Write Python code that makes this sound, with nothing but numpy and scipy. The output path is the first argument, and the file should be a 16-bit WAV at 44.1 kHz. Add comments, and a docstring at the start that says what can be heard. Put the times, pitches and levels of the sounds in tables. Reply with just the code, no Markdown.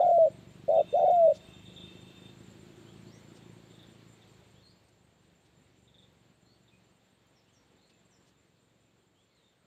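"""A dove coos three times in a grove of thin trunks; far off a one-cylinder engine chugs and draws away.
Small birds whistle and chatter, feet rustle in dry leaves, a cicada buzzes, two crickets chirp in paired
strokes over fading air and far insects. The dove, birds and crickets are gliding or pulsed sines,
the engine is a pulse train ringing in resonances, and cicada, leaves, far insects and air are shaped noise."""
import sys
import numpy as np
from scipy import signal
from scipy.io import wavfile

SR = 44100
rng = np.random.default_rng(int(sys.argv[2]) if len(sys.argv) > 2 else 0)


def to_wav(s):
    """Save 16-bit WAV."""
    ch = np.atleast_2d(s).T  # columns
    pcm = np.round(np.clip(ch, -1, 1) * 32767)  # PCM
    wavfile.write(sys.argv[1], SR, pcm.astype(np.int16))


def elevation(decibels):
    """Turn decibel levels (scalar or array-like) into linear amplitude ratios."""
    levels = np.asarray(decibels, float)
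    return 10 ** (levels / 20)


N = 426006
T = np.arange(N) / SR   # seconds

# Three coos of the dove. Each row: time in seconds, pitch in Hz, peak level in dB on a steady pitch.
COO_CURVES = [
    [(0.006, 790, -21.5), (0.062, 736, -20), (0.136, 688.4, -18.5), (0.226, 649, -15),
     (0.256, 618.4, -15.5), (0.276, 587.5, -17), (0.288, 489, -42.5)],
    [(0.68, 617, -30.5), (0.685, 625, -15.5), (0.714, 762, -24), (0.774, 794, -21), (0.811, 670, -18.5),
     (0.813, 570, -25.5), (0.823, 402, -38.5)],
    [(0.925, 434, -52.5), (0.928, 443, -32), (0.946, 585, -14.5), (0.963, 740, -21), (1.054, 771.4, -21),
     (1.134, 716, -19.5), (1.214, 668.4, -17), (1.276, 632.5, -14), (1.321, 570.6, -18), (1.325, 477, -42)],
]
# Slips of the voice, single or in rough quick runs. Each row: time in seconds, share of level lost,
# pitch drop in Hz (negative is a rise), recovery time in ms.
VOICE_SLIPS = [(.0021, .46, 500, 3.2), (0.0117, .3, 150, 5), (0.0233, .95, 231, 3.7),
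               (.0374, 0.084, 150.5, 2.8), (0.0453, 0.34, 79.5, 6.1), (0.064, .1, 159.5, 3.9),
               (.088, .2, 274.5, 2.33), (0.1121, 0.022, 210.5, 2.2), (.182, .68, 490, 1.6),
               (0.2604, .88, -130, 2.3), (0.2712, 0.78, 451, 1.03), (.7806, .4, 249.5, 6),
               (0.7883, .5, 500, 1.84), (.802, .64, 430.5, 2.92), (.935, .55, 118.5, 1),
               (.9501, .99, 140, 2), (.961, .47, 80.5, 11), (.9689, .57, 91, 1.5), (.9848, .39, 53.5, 1.8),
               (.9926, 0.4, 500, 1.3), (1.0005, .79, 110, 9), (1.0081, .58, -175, 0.85),
               (1.0145, 0.94, 495, 1.6), (1.0267, .7, 500, 2.16), (1.0388, 0.075, 345, 4.8),
               (1.047, .99, 502, 1.55), (1.0547, .64, 50.5, 21), (1.079, .45, 370.5, 2.7),
               (1.0965, .88, 440, 2.9), (1.111, .04, 275.5, 1.3), (1.2768, .85, 399, 1.75),
               (1.294, .55, -200, 1.94), (1.313, .87, 349, 0.78)]
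# Overtones of the dove. Each row: multiple of the pitch, dB against the voice source,
# beak resonance in Hz, its width in Hz.
BEAK_OVERTONES = [(2, -58, 1350, 300), (3, -60, 2200, 120)]
CROP_HZ, CROP_WIDTH_HZ, SLIP_DIP_MS = 594, 130, 2.27
# The purr in the second coo: nine slips, each gap shorter than the last.
PURR_START_S, PURR_FIRST_GAP_MS, PURR_QUICKENS_MS, PURR_JITTER_MS = .6861, 11.9, .42, .22
PURR_SHARE_LOST, PURR_DROP_HZ, PURR_DROP_SPREAD, PURR_RECOVERY_MS = .89, 321.7, .1, 4.2

# Whistled notes. Each row: start in seconds, length in seconds, start pitch in Hz, end pitch in Hz,
# level in dB before a 1.5 dB lift.
WHISTLE_NOTES = [(0.885, .047, 6200, 6210, -74.5), (0.957, 0.055, 5900, 5900, -70.5),
                 (2.839, 0.09, 2740, 3610, -66.5), (3.045, .075, 3850, 5000, -68),
                 (3.105, .075, 4900, 6700, -66), (3.11, 0.071, 1830, 2200, -70),
                 (3.409, .036, 3200, 3820, -66), (4.521, 0.12, 2690, 4000, -71),
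                 (4.614, 0.099, 4200, 4400, -63.5), (4.68, 0.04, 4460, 4950, -67),
                 (6.441, .12, 4100, 4570, -69), (6.709, 0.052, 2450, 2570, -69),
                 (7.347, .058, 5920, 4970, -72), (7.43, .125, 2400, 3700, -76.5),
                 (7.522, 0.043, 6780, 5600, -75), (7.55, 0.042, 5670, 5550, -72),
                 (7.773, .03, 3500, 4200, -75), (7.8, 0.084, 4200, 4310, -73),
                 (7.897, .061, 2560, 2610, -75), (8.107, 0.059, 6300, 5030, -70.5),
                 (9.138, .11, 2890, 3690, -75.5), (9.3, .06, 2200, 2110, -80),
                 (9.299, 0.086, 4290, 4300, -81), (9.364, 0.031, 4280, 3690, -72),
                 (9.408, .11, 3620, 3615, -73.5)]
# Chatter of a small bird. Each row: start in seconds, level in dB before the note's envelope.
CHATTER_NOTES = [(.0094, -49), (1.6566, -51), (1.697, -51), (1.7244, -62), (1.7624, -44.5), (1.8033, -45),
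                 (3.6994, -60), (3.7394, -56.5), (3.7913, -52), (3.8282, -53.5), (4.2183, -56.5),
                 (5.876, -59), (5.9424, -56), (5.9824, -54), (6.0237, -56), (6.6792, -61)]
# Puffs of leaves under foot. Each row: start in seconds, length in seconds, centre in Hz,
# level in dB of the noise before its swell.
LEAF_PUFFS = [(1.099, .02, 4915, -62.5), (1.325, .07, 4500, -58.5), (1.77, 0.011, 10100, -74),
              (3.339, 0.059, 4470, -64.5), (3.828, 0.0047, 12000, -70), (4.22, .01, 12500, -80),
              (4.878, 0.026, 6050, -73.5), (5.445, 0.037, 4520, -72.5), (6.127, 0.0067, 12000, -78),
              (7.265, .01, 12030, -78), (7.885, 0.039, 3480, -68), (8.238, 0.086, 4980, -73)]

# Cicada level. Each row: time in seconds, level in dB before a 3 dB lift.
CICADA_LEVEL = [(.7, -84.5), (.78, -65), (1.12, -68.5), (1.25, -76), (1.5, -69), (1.68, -70), (1.78, -67.5),
                (2.05, -68), (2.15, -70), (2.7, -87)]
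# Tymbal resonances. Each row: centre in Hz, approximate width in Hz, level in dB before the tilt.
TYMBAL_RESONANCES = [(2664, 88, -1.5), (3170, 110, -4.5), (3614, 58, 5)]

# Engine run. Each row: time in seconds, firings per second, level of the main exhaust tone in dB,
# lowest exhaust tone in dB against the main one.
ENGINE_RUN = [(0, 23, -54.5, -5.5), (.9, 24.6, -55.5, -3), (1.6, 25.7, -57, -0.5), (2.55, 27, -55, -6),
              (3.47, 28.2, -57, -5), (4.15, 28.1, -63, -2.5), (4.35, 26.8, -67, 4), (5, 25.2, -73.5, 4.5),
              (5.6, 24, -73, 1), (6.2, 23.1, -69.5, -1), (7.2, 22.7, -75, -1.5), (8.6, 22.7, -75, -1.5),
              (9.66, 22.7, -83.5, 1)]
# Main, upper and lowest exhaust tones. Each row: centre in Hz, approximate width in Hz.
EXHAUST_TONES = [(160, 90), (350, 55), (90, 70)]

# Fade of air, crickets and far insects. Each row: time in seconds, air level in dB.
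BACKGROUND_FADE = [(0, -66.5), (.4, -69), (1.6, -68), (3.3, -69), (4.4, -71.5), (5.0, -77), (6.4, -77),
                   (8.3, -78), (9.0, -80), (9.66, -80)]
# Chirp counts of the two crickets. Each row: time in seconds, chirps so far.
LOW_CRICKET_CHIRPS = [(0, -.44), (7.09, 33), (8.6, 39.84), (9.66, 44.82)]
HIGH_CRICKET_CHIRPS = [(0, .12), (9.66, 51.35)]
# Far insect bands. Each row: centre in Hz, width in Hz of each of two resonators in series,
# level in dB against the air, flicker in dB.
FAR_INSECT_BANDS = [(6700, 200, -23, 2), (7270, 550, -9, 3), (7900, 300, -16, 3), (13000, 3000, -18, .7)]
# Colour of the air. Each row: frequency in Hz, relative density in dB per Hz.
AIR_SPECTRUM = [(30, -34), (60, -9), (150, -4), (500, -7), (720, -11.5), (1230, -16), (3020, -18),
                (4000, -17.5), (4950, -28), (6000, -28.5), (8000, -27.5), (9000, -45), (11000, -42),
                (13200, -37), (15400, -46)]


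def rms_one(x):
    """Scale to rms 1."""
    return x / np.sqrt(np.mean(x ** 2) + 1e-20)


def in_time(rows):
    """Turn the columns of a table into curves over all samples."""
    s, *columns = np.transpose(rows)
    return [np.interp(T, s, c) for c in columns]


def drift(rate_hz):
    """Random wander of spread 1: noise through two equal low-pass poles, made at SR / 40."""
    r = np.exp(-80 * np.pi * rate_hz / SR)
    noise = rng.standard_normal(N // 40 + 2002)
    slow = signal.lfilter([1], [1, -2 * r, r * r], noise)[2000:]   # skip the settling
    return np.interp(np.arange(N) / 40, np.arange(len(slow)), rms_one(slow))


def resonance(x, hz, width_hz):
    """Ring x in a two-pole resonator with gain about 1 on top."""
    r = np.exp(-np.pi * width_hz / SR)
    zeros = np.array([1, 0, -1]) * (1 - r * r) / 2
    poles = [1, -2 * r * np.cos(2 * np.pi * hz / SR), r * r]
    return signal.lfilter(zeros, poles, x + 1e-18)


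def double_resonance(x, hz, width_hz):
    """Two equal resonators in series, at rms 1."""
    return rms_one(resonance(resonance(x, hz, width_hz), hz, width_hz))


def sine(hz):
    """A sine that follows a pitch curve."""
    return np.sin(2 * np.pi * np.cumsum(hz) / SR)


def add(out, s, sound):
    """Mix a short sound in at s seconds."""
    i = round(s * SR)
    out[i:i + len(sound)] += sound[:N - i]


def grove(x, t60):
    """Scatter from the trunks: a dying burst of noise after 12 ms, unit energy, -60 dB at t60 seconds."""
    t = np.arange(SR // 2) / SR
    tail = rng.standard_normal(len(t)) * elevation(-60 * t / t60) * (t > .012)
    return signal.fftconvolve(x, tail / np.sqrt(np.sum(tail ** 2)))[:N]


def all_slips():
    """The tabled slips and the quickening run of the purr, its timing and pitch drops slightly uneven."""
    k = np.arange(9)
    late, off = rng.standard_normal((2, 9))
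    ms = k * PURR_FIRST_GAP_MS - k * (k - 1) / 2 * PURR_QUICKENS_MS + PURR_JITTER_MS * late
    drop_hz = PURR_DROP_HZ * (1 + PURR_DROP_SPREAD * off)
    same = np.ones(9)
    purr = np.c_[PURR_START_S + ms / 1e3, PURR_SHARE_LOST * same, drop_hz, PURR_RECOVERY_MS * same]
    return np.r_[VOICE_SLIPS, purr]


def dove():
    """A nearly pure tone through the inflated crop; at slips it dips and its pitch jumps, then glides back."""
    out = np.zeros(N)
    slip_s, lost, drop_hz, recovery_ms = np.split(all_slips(), 4, axis=1)
    flutter_db = .35 * drift(70)   # the level trembles slightly
    for coo in COO_CURVES:
        s, hz, db = np.transpose(coo)
        first = s[0] * (s[0] > .02)   # the first coo is already sounding
        t = np.arange(first, s[-1], 1 / SR)
        steady = np.interp(t, s, hz)
        # the crop lifts pitches near its own, so the drive is divided by that lift
        lift = 1 / np.hypot(1, (steady / CROP_HZ - CROP_HZ / steady) * CROP_HZ / CROP_WIDTH_HZ)
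        since_ms = (t - slip_s) * 1000
        dips = 1 - np.clip(lost, 0, 1) * np.exp(-(since_ms / SLIP_DIP_MS) ** 2)
        level = elevation(np.interp(t, s, db) + np.interp(t, T, flutter_db)) * np.prod(dips, axis=0)
        fall = 1 / (1 + np.exp(-np.clip(2 * since_ms, -50, 50)))
        drop = drop_hz * fall * np.exp(-np.maximum(since_ms, 0) / recovery_ms)
        phase = 2 * np.pi * np.cumsum(steady - drop.sum(axis=0)) / SR
        drive = np.r_[level / lift * np.sin(phase), np.zeros(2000)]   # room to ring out
        add(out, first, resonance(drive, CROP_HZ, CROP_WIDTH_HZ))
        for multiple, under_db, beak_hz, width_hz in BEAK_OVERTONES:
            strength = elevation(under_db + 4 * np.interp(t, T, drift(80))) * level / lift ** 2
            add(out, first, resonance(strength * np.sin(multiple * phase), beak_hz, width_hz))
    return out


def whistles():
    """Gliding tones with soft ends, made husky by a fast waver in pitch and level."""
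    out, waver = np.zeros(N), drift(250)
    for s, length, start_hz, end_hz, db in WHISTLE_NOTES:
        glide = np.linspace(start_hz, end_hz, int(length * SR))
        glide = glide * (1 + .023 * waver[int(s * SR):][:len(glide)])
        add(out, s, elevation(db + 1.5) * np.hanning(len(glide)) ** .51 * sine(glide))
    return out * elevation(1.6 * drift(90))


def rattle(notes, hz, length, sweep, base_throb_hz, chirp):
    """Falling tones chopped into quick throbs, with pitch and throb rate a little different each note."""
    out, t = np.zeros(N), np.arange(0, length, 1 / SR)
    for (s, db), (pace, off) in zip(notes, rng.random((len(notes), 2))):
        turn = base_throb_hz * (.7 + .51 * pace) * t + .25   # throbs so far
        # the pitch falls over the note and again within each throb
        glide = hz * (1 + .035 * (off - .5) + sweep * (.5 - t / length) + chirp * (.5 - turn % 1))
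        throbs = .05 + .95 * np.sin(np.pi * turn) ** 2
        shape = np.minimum(t / .0015, 1) * np.cos(np.pi / 2 * t / length) * throbs
        add(out, s, elevation(db) * shape * sine(glide))
    return out


def chatter():
    """A small bird's short rattling notes."""
    return rattle(CHATTER_NOTES, 3530, .035, .08, 220, .089)


def trill():
    """Nine high notes, loudest at the seventh and 1 dB fainter with each note away from it."""
    notes = [(7.76 + .058 * k, -65 - abs(k - 6)) for k in range(9)]
    return rattle(notes, 7260, .025, .045, 154, .07)


def rustles():
    """Soft puffs of grainy noise a little over an octave wide, and sparse faint random high ticks."""
    out = np.zeros(N)
    for s, length, hz, db in LEAF_PUFFS:
        puff = np.hanning(int(length * SR))
        band = signal.butter(2, [hz / 1.6, min(hz * 1.4, .45 * SR)], "band", fs=SR, output="sos")
        grains = rng.standard_normal(len(puff)) * rng.random(len(puff))
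        add(out, s, elevation(db) * puff * rms_one(signal.sosfilt(band, grains)))
    ticks = (rng.random(N) < 14 / SR) * rng.standard_normal(N)   # about 14 a second
    return out + elevation(in_time(BACKGROUND_FADE)[0] + 11) * resonance(ticks, 12500, 4000)


def cicada():
    """Noise rings three tymbal resonances, each flickering; the upper ones sink as the buzz dies."""
    s, db = np.transpose(CICADA_LEVEL)
    tilt_db = -.5 - 3.5 * np.maximum(T - 1.82, 0)   # step from one resonance to the next
    white, buzz = rng.standard_normal(N), 0
    for k, (hz, width_hz, peak_db) in enumerate(TYMBAL_RESONANCES):
        ring = double_resonance(white, hz, 1.5 * width_hz)
        buzz = buzz + elevation(peak_db + k * tilt_db + 2.18 * drift(13)) * ring
    return elevation(np.interp(T, s, db, left=-150, right=-150) + 3 + 1.5 * drift(6.8)) * buzz


def engine():
    """One pulse a firing, uneven in strength, with a rumble between, rings in the exhaust."""
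    per_s, db, low_db = in_time(ENGINE_RUN)
    firings = np.cumsum(per_s * (1 + .004 * drift(5))) / SR
    fired = np.diff(np.floor(firings), prepend=0)
    drive = rms_one(fired * elevation(1.8 * drift(15))) + .33 * rng.standard_normal(N)
    drive = drive + .4 * grove(drive, .2)   # scatter on the way blurs the pulses
    hiss = rng.standard_normal(N)   # the higher the tone, the more it is blurred by noise
    main, upper, low = [double_resonance(drive + (hz / 400) ** 2 * hiss, hz, 1.5 * width_hz)
                        for hz, width_hz in EXHAUST_TONES]
    # the upper tone grows against the main one with the firing rate
    upper_db = -8 + .76 * (per_s - 24.5) + 1.4 * drift(2.5)
    return elevation(db) * (main - elevation(upper_db) * upper - elevation(low_db) * low)


def cricket(chirps, hz, db, width):
    """Two strokes a chirp on a slightly wavering tone; width is a share of the chirp period."""
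    s, count = np.transpose(chirps)
    pace = np.ptp(count) / np.ptp(s)
    chirp_count = pace * T + np.interp(T, s, count - pace * s)
    away = (chirp_count + .5) % 1 - .5   # share of a chirp period from its middle
    strokes = np.exp(-((away - .07) / width) ** 4) + np.exp(-((away + .145) / width) ** 4)
    return elevation(db + 1.5 * drift(17)) * strokes * sine(hz + 25 * drift(30))


def chorus():
    """Far insects blur into flickering bands of hiss."""
    white, out = rng.standard_normal(N), 0
    for hz, width_hz, db, flicker_db in FAR_INSECT_BANDS:
        out = out + elevation(db + flicker_db * drift(15)) * double_resonance(white, hz, width_hz)
    return out


def air():
    """Far leaves and hum: narrow bands of noise, each flickering a little; rms 1 from 900 to 2000 Hz."""
    out, edges = 0, 30 * 2 ** np.arange(0, 9.3, .25)   # quarter octaves
    white, gust = rng.standard_normal((2, N)), drift(5.8)
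    at, db = np.transpose(AIR_SPECTRUM)
    for k, (low, high) in enumerate(zip(edges, edges[1:])):
        sos = signal.butter(2, [low, high], "band", fs=SR, output="sos")
        band = signal.sosfilt(sos, white[k % 2])   # neighbours use separate noises
        band_db = np.interp(np.log(low * high) / 2, np.log(at), db)
        out = out + band * elevation(band_db + 1.1 * drift(6.5) + .5 * gust)
    middle = signal.butter(4, [900, 2000], "band", fs=SR, output="sos")
    return out / np.std(signal.sosfilt(middle, out))


def scene():
    """Near dove nearly dry, far birds wet; air, crickets and far insects share one fade."""
    coos = dove()
    near = coos + elevation(-24.5) * grove(coos, .16) + elevation(-40.5) * grove(coos, 1.0) + rustles()
    whistled = whistles()
    birds = whistled + chatter() + trill()
    echo = elevation(-4) * grove(whistled, .15) + elevation(-7) * grove(birds, .45)
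    far = birds + echo + cicada() + engine()
    crickets = cricket(LOW_CRICKET_CHIRPS, 7265, .5, .06) + cricket(HIGH_CRICKET_CHIRPS, 8190, -5, .1)
    insects = crickets + elevation(-9) * grove(crickets, .2) + chorus()
    fade_db, = in_time(BACKGROUND_FADE)
    return (near + far + elevation(fade_db) * (air() + insects))[None]


def low_pass(x):
    """Removes everything above the highest recorded frequency."""
    return signal.sosfilt(signal.butter(12, 15500, fs=SR, output="sos"), x)


def record(dry):
    """Deliver the finished mono mix."""
    return low_pass(dry)


dry = scene()
out = record(dry)
to_wav(out)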